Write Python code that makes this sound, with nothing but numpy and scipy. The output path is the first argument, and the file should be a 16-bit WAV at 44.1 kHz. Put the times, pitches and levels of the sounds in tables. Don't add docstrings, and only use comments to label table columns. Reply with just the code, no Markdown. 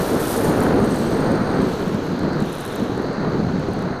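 import sys
import numpy as np
from scipy import signal
from scipy.fft import rfft, irfft
from scipy.io import wavfile

SR = 44100
rng = np.random.default_rng(int(sys.argv[2]) if len(sys.argv) > 2 else 0)


def inscribe(sig):
    pcm = np.round(np.clip(np.atleast_2d(sig).T, -1, 1) * 32767)
    wavfile.write(sys.argv[1], SR, pcm.astype(np.int16))


N = 176400
T = np.arange(N) / SR
HZ = np.fft.rfftfreq(N, 1 / SR)


def amp(db):
    return 10 ** (np.asarray(db) / 20)


def unit(x):
    return x / np.sqrt(np.mean(x ** 2) + 1e-20)


def curve(rows, column=1):
    rows = np.array(rows, float)
    return np.interp(T, rows[:, 0], rows[:, column])


def add(mix, start_s, sound):
    part = mix[max(round(start_s * SR), 0):][:len(sound)]
    part += sound[:len(part)]


def noise(spectrum):
    hz, db = np.transpose(spectrum)
    gain = amp(np.interp(np.log(HZ + 1), np.log(hz), db))
    return unit(irfft(rfft(rng.standard_normal(N)) * gain, N))


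def wander(rate_hz):
    re, im = rng.standard_normal((2, len(HZ)))
    gain = HZ / (HZ + 4) / np.sqrt(1 + (HZ / rate_hz) ** 4)
    return unit(irfft((re + 1j * im) * gain, N))


def blown(hz, width_hz):
    phase = 2 * np.pi * np.cumsum(hz * np.ones(N)) / SR
    return unit(wander(width_hz / 2) * np.cos(phase) + wander(width_hz / 2) * np.sin(phase))


# t/s, level/dB
EDDY_ENVELOPE = [(0,-31),(.15,-27),(.21,-32.5),(.37,-29.5),(.48,-20.5),(.85,-20),(.96,-22.5),(1.2,-20.5),(1.38,-20.5),(1.48,-24),(1.62,-18.5),(1.76,-29.5),(1.9,-24),(2.01,-28.5),(2.12,-24),(2.425,-23),(2.46,-29.5),(2.62,-35),(2.76,-31.5),(2.815,-24),(2.86,-31),(2.95,-27),(3.08,-28),(3.14,-37),(3.24,-25),(3.37,-22),(3.62,-23),(3.78,-26.5),(3.87,-23.5),(4,-34.5)]
# f/Hz, level/dB
RUMBLE_SPECTRUM = [(15,-1),(30,-8),(60,0),(100,0),(150,7.5),(200,7),(280,0),(450,-8),(1000,-54)]
def eddies(rate_hz=150, mid_width_s=0.000913, mid_boom_hz=195.6, spread_db=3):
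    stretch = np.exp(0.075 * (T - T.mean()))
    gaps, sizes, lengths = rng.standard_normal((1100, 3)).T
    starts_s = np.cumsum(np.exp(0.5 * gaps)) / rate_hz
    bumps = np.zeros(N)
    for start_s, size, length in zip(starts_s[starts_s < T[-1]], sizes, lengths):
        width_s = mid_width_s * np.exp(0.18 * length) * stretch[int(start_s * SR)]
        u = np.arange(-6, 6, 1 / (width_s * SR))
        bump = (1 - u ** 2) * np.exp(-u ** 2 / 2)
        add(bumps, start_s, amp(spread_db * min(size, 1)) * bump)
    boom = blown(mid_boom_hz / stretch, width_hz=47)
    pressure = unit(1.46 * unit(bumps) + boom + noise(RUMBLE_SPECTRUM))
    return pressure * amp(curve(EDDY_ENVELOPE))


# t/s, relative level/dB
BUFFET_ENVELOPE = [(0,-21),(.15,-19),(.22,-22.5),(.36,-20.5),(.46,-18),(.72,-17),(.83,-18.5),(.98,-25),(1.25,-18.5),(1.48,-22),(1.62,-20),(1.75,-24),(2.17,-27.5),(2.24,-21),(2.42,-25),(2.47,-26.5),(2.63,-34),(2.76,-26.5),(2.84,-24),(3.07,-23.5),(3.16,-29),(3.27,-23.5),(3.52,-26.5),(3.87,-27),(4,-33)]
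# f/Hz, level/dB
BUFFET_SPECTRUM = [(15,-17),(30,-25),(60,-14),(100,-5.5),(150,-4),(210,-4),(270,1),(340,-0.5),(450,0.5),(600,-6.5),(850,-13.5),(1400,-25.5),(3000,-54.5)]
def buffeting(skew=0.052, flutter_db=0.88, trim_db=-1.1):
    churn = noise(BUFFET_SPECTRUM)
    lopsided = unit(churn + skew * (churn ** 2 - 1))
    return lopsided * amp(curve(BUFFET_ENVELOPE) + flutter_db * wander(62) + trim_db)


# t/s, level/dB, f/Hz, rise/s
THUMP_EVENTS = [(.006,-16.5,180,0.0055),(.162,-14.5,198,0.0053),(.487,-11.5,185,0.0048),(.598,-17,242,0.0018),(.832,-14,230,0.0056),(1.588,-15,172,0.0038),
                (1.944,-16,203,0.0042),(2.122,-17,193,0.0049),(2.42,-12.5,215,.005),(2.819,-14.5,215,0.004),(2.897,-13,326,0.0013),(3.0,-19,328.6,.0012),
                (3.098,-11,205,0.0032),(3.18,-18.5,210,0.0046),(3.27,-17,190,0.0051),(3.686,-11.5,300,.0015)]
# f/Hz, level/dB
THUMP_SPECTRUM = [(40,-27),(120,4),(220,14),(400,-12),(700,-7.5),(1500,-25),(3000,-45),(6000,-70)]
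def thumps(roughness=0.4):
    out = np.zeros(N)
    t = T[:4096]
    churn = noise(THUMP_SPECTRUM)
    for start_s, db, hz, rise_s in THUMP_EVENTS:
        swing = np.cos(2 * np.pi * hz * (t - rise_s))
        rough = roughness * churn[int(start_s * SR):][:len(t)]
        envelope = t / rise_s * np.exp(1 - t / rise_s)
        add(out, start_s, amp(db) * envelope * (swing + rough))
    return out


# t/s, relative level/dB
RUSH_ENVELOPE = [(0,-28),(.05,-32.5),(.3,-31.5),(.47,-29.5),(.6,-29.5),(.67,-27),(.82,-30),(.98,-32.5),(1.12,-32.5),(1.27,-29),(1.46,-31),(1.6,-29.5),(1.7,-34),(2.05,-36.5),(2.19,-35),(2.25,-33.5),(2.4,-33),(2.45,-39),(2.6,-35.5),(2.88,-36.5),(3.21,-33),(3.27,-31.5),(3.38,-35),(3.75,-37),(3.89,-33),(4,-36.5)]
# f/Hz, level/dB
RUSH_SPECTRUM = [(100,1),(400,3),(700,3.5),(1000,1.5),(1450,1),(1800,-4.5),(2300,-13.5),(3200,-27),(6000,-43),(15000,-80)]
def rush(gust, flutter_db=1.3, trim_db=3.5):
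    return noise(RUSH_SPECTRUM) * amp(curve(RUSH_ENVELOPE) + flutter_db * gust + trim_db)


# t/s, relative level/dB
HISS_ENVELOPE = [(0,-44),(.55,-44),(.75,-46.5),(1.05,-44.5),(1.46,-49.5),(1.7,-45.5),(1.9,-46.5),(2.1,-48),(2.33,-51.5),(2.45,-47.5),(2.8,-47),(3.15,-53),(3.65,-50),(3.88,-52.5),(4,-63)]
FIZZ_ENVELOPE = [(0,-40),(.1,-41),(.18,-44),(.21,-39.5),(.34,-36.5),(.41,-41),(.48,-40),(.54,-50),(.63,-46),(.74,-58.5),(.98,-48.5),(1.4,-63.5),(1.56,-62),(1.68,-53.5),(1.85,-56),(2,-61),(2.08,-58.5),(2.3,-72),(2.47,-55),(2.66,-53.5),(2.82,-57.5),(3.15,-72),(3.8,-69),(4,-80)]
# f/Hz, level/dB
HISS_SPECTRUM = [(1000,-25),(2200,0.5),(3000,2.5),(3900,1.5),(4700,-5.5),(5400,-5),(6500,-4.5),(7250,-11),(10000,-33),(15000,-65)]
FIZZ_SPECTRUM = [(1500,-23),(3500,2.5),(6000,2.5),(7500,-1),(8600,1.5),(10000,2),(11450,0),(12000,4.5),(12600,1),(13750,3),(14400,-4),(15000,-14)]
# t/s, f/Hz, level/dB
SOUGH_TRACK = [(2.36,3100,-75),(2.46,3190,-50),(2.68,3550,-49),(2.85,3410,-54),(3.1,3400,-75)]
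def hiss(gust, flutter_db=0.74, flicker_db=1.1):
    low = noise(HISS_SPECTRUM) * amp(curve(HISS_ENVELOPE) + flutter_db * gust + 3)
    fizz = noise(FIZZ_SPECTRUM) * amp(curve(FIZZ_ENVELOPE) + flicker_db * wander(90) + 2)
    sough = blown(curve(SOUGH_TRACK), width_hz=1100) * amp(curve(SOUGH_TRACK, column=2))
    return low + fizz + sough


# f/Hz, width/Hz, relative level/dB
LOW_MODES = [(4143,460,-48.5),(4513,520,-50.5)]
HIGH_MODES = [(5550,1100,-67),(6330,480,-61),(8800,710,-69),(13600,700,-77)]
# t/s, level/dB, bend/semitones
LOW_MODE_DRIVE = [(0,1.5,-0.42),(.3,-2,0.13),(.8,1,0.034),(1.25,1.5,0.19),(1.55,1.5,0.058),(2,-4,-0.39),(2.12,0,0.18),(2.34,2,0.31),(2.5,-2,-1.6),(2.66,0,-1.85),(2.88,-2.5,-.8),(3.08,1,0.2),(3.28,0,-0.27),(3.55,-2.5,0.0064),(3.9,-1.5,-0.19),(4,-3,-0.25)]
def hollows(gust, flutter_db=0.5):
    bend = 2 ** (curve(LOW_MODE_DRIVE, column=2) / 12)
    low = sum(amp(db) * blown(hz * bend, width_hz) for hz, width_hz, db in LOW_MODES)
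    high = sum(amp(db) * blown(hz, width_hz) for hz, width_hz, db in HIGH_MODES)
    return (low * amp(curve(LOW_MODE_DRIVE)) + high) * amp(flutter_db * (gust + wander(12)))


# t/s, f/Hz, level/dB
WHISTLE_TRACK = [(0,8800,-62),(.16,8700,-48),(.36,8600,-66),(.47,9100,-44),(.55,9150,-50),(.74,8990,-55),(.86,8500,-49.5),(1,8120,-48),(1.2,8570,-52),(1.42,8800,-57),(1.62,8440,-55.5),(1.73,7700,-55),(2,8200,-72)]
# f ratio, width/Hz, relative level/dB
WHISTLE_PARTIALS = [(0.744,650,-5.5),(1,700,-0.5),(1.25,800,-17)]
def whistle(flutter_db=2.5):
    hz = curve(WHISTLE_TRACK)
    tone = sum(amp(db) * blown(ratio * hz, width_hz) for ratio, width_hz, db in WHISTLE_PARTIALS)
    return tone * amp(curve(WHISTLE_TRACK, column=2) + flutter_db * wander(40))


def snap(hz, decay_s, rise_s=0.00004, highpass_hz=6000):
    t = T[:256]
    envelope = (1 - np.exp(-t / rise_s)) * np.exp(-t / decay_s)
    highpass = signal.butter(4, highpass_hz, "high", fs=SR, output="sos")
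    ring = signal.sosfilt(highpass, envelope * np.sin(2 * np.pi * hz * t))
    return ring / abs(ring).max()


# t/s, relative level/dB, f/Hz, decay/s
TICK_EVENTS = [(.2018,-22,12000,.00015),(.2072,-27,11000,.00015),(.216,-25,8000,.0001),
               (0.605,-23.5,8510,.00015),(0.6352,-25,9050,.00015),(.6704,-33,9250,.0001),(.8006,-33,8830,.0002),(.846,-27,8540,.0001),
               (.9073,-28,8230,.0001),(.9448,-31,8390,.0001),(.9592,-26,8420,.0001),(1.2042,-32,8760,.0001),(1.2453,-34,8720,0.000087),
               (1.3174,-32,8700,.00015),(1.6188,-34,8680,.0001),(1.8803,-33,8270,.0001),(1.946,-34,8320,.0001),(2.0662,-40,10000,.0001),(2.1926,-33,8730,.00006),
               (2.2319,-41,7500,.0002),(2.3321,-38,7900,0.00022),(2.403,-31,8000,0.00011),(2.4224,-32,7600,.0002),(2.5247,-34,10000,.0002),(2.5282,-31,7500,.0001),
               (2.531,-34,10500,.0003),(2.54,-37,12900,.0003),(2.5528,-31,10100,.0002),(2.5852,-33,9830,0.00023),(2.6095,-27.5,9580,0.0002),(2.62,-36,10200,.00025),
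               (2.6512,-25,9600,0.000072),(2.662,-26.5,10800,0.00015),(2.724,-36,10250,.00025),(2.7283,-35,9540,0.00014),(2.7551,-30,12800,.0002),(2.76,-27,8260,.00012),
               (2.7976,-34,7500,.0001),(2.839,-38,9500,.0001),(2.9774,-35,8520,.0001),(3.02,-39,10900,.0001),
               (3.1308,-40,7800,.00015),(3.5957,-40,8510,.0001),(3.6855,-42,8760,0.00011),(3.7115,-43,9820,.0001),(3.7339,-34,9150,.0001),
               (3.791,-38,7900,.00015),(3.823,-38,9970,0.00011)]
def ticks(delay_s=0.0011, trim_db=4):
    out = np.zeros(N)
    for start_s, db, hz, decay_s in TICK_EVENTS:
        add(out, start_s + delay_s, amp(db + trim_db) * snap(hz, decay_s))
    return out


# t/s, level/dB re FIZZ_ENVELOPE
CRACKLE_ENVELOPE = [(0,-4),(.5,-0.5),(1.9,-3),(2.45,-3),(2.53,0),(2.68,1.5),(2.85,-6),(4,-7)]
def crackle(rate_hz=420, spread_db=4.5):
    out = np.zeros(N)
    snaps = [snap(hz, decay_s=0.00018) for hz in np.geomspace(8500, 12500, 8)]
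    levels_db = spread_db * np.minimum(rng.exponential(1, N), 3.5)
    picks = rng.integers(0, len(snaps), N)
    for i in np.flatnonzero(rng.random(N) < rate_hz / SR):
        add(out, i / SR, amp(levels_db[i]) * snaps[picks[i]])
    return unit(out) * amp(curve(FIZZ_ENVELOPE) + curve(CRACKLE_ENVELOPE))


def scene():
    gust = wander(100)
    wind = eddies() + buffeting() + thumps() + rush(gust)
    return (wind + hiss(gust) + hollows(gust) + whistle() + ticks() + crackle())[None]


def record(dry, ceiling=0.8, cutoff_hz=14550):
    rounded = ceiling * np.tanh(dry / ceiling)
    lowpass = signal.firwin(171, cutoff_hz, window=("kaiser", 8), fs=SR)
    return signal.oaconvolve(rounded, lowpass[None], "same")


dry = scene()
out = record(dry)
inscribe(out)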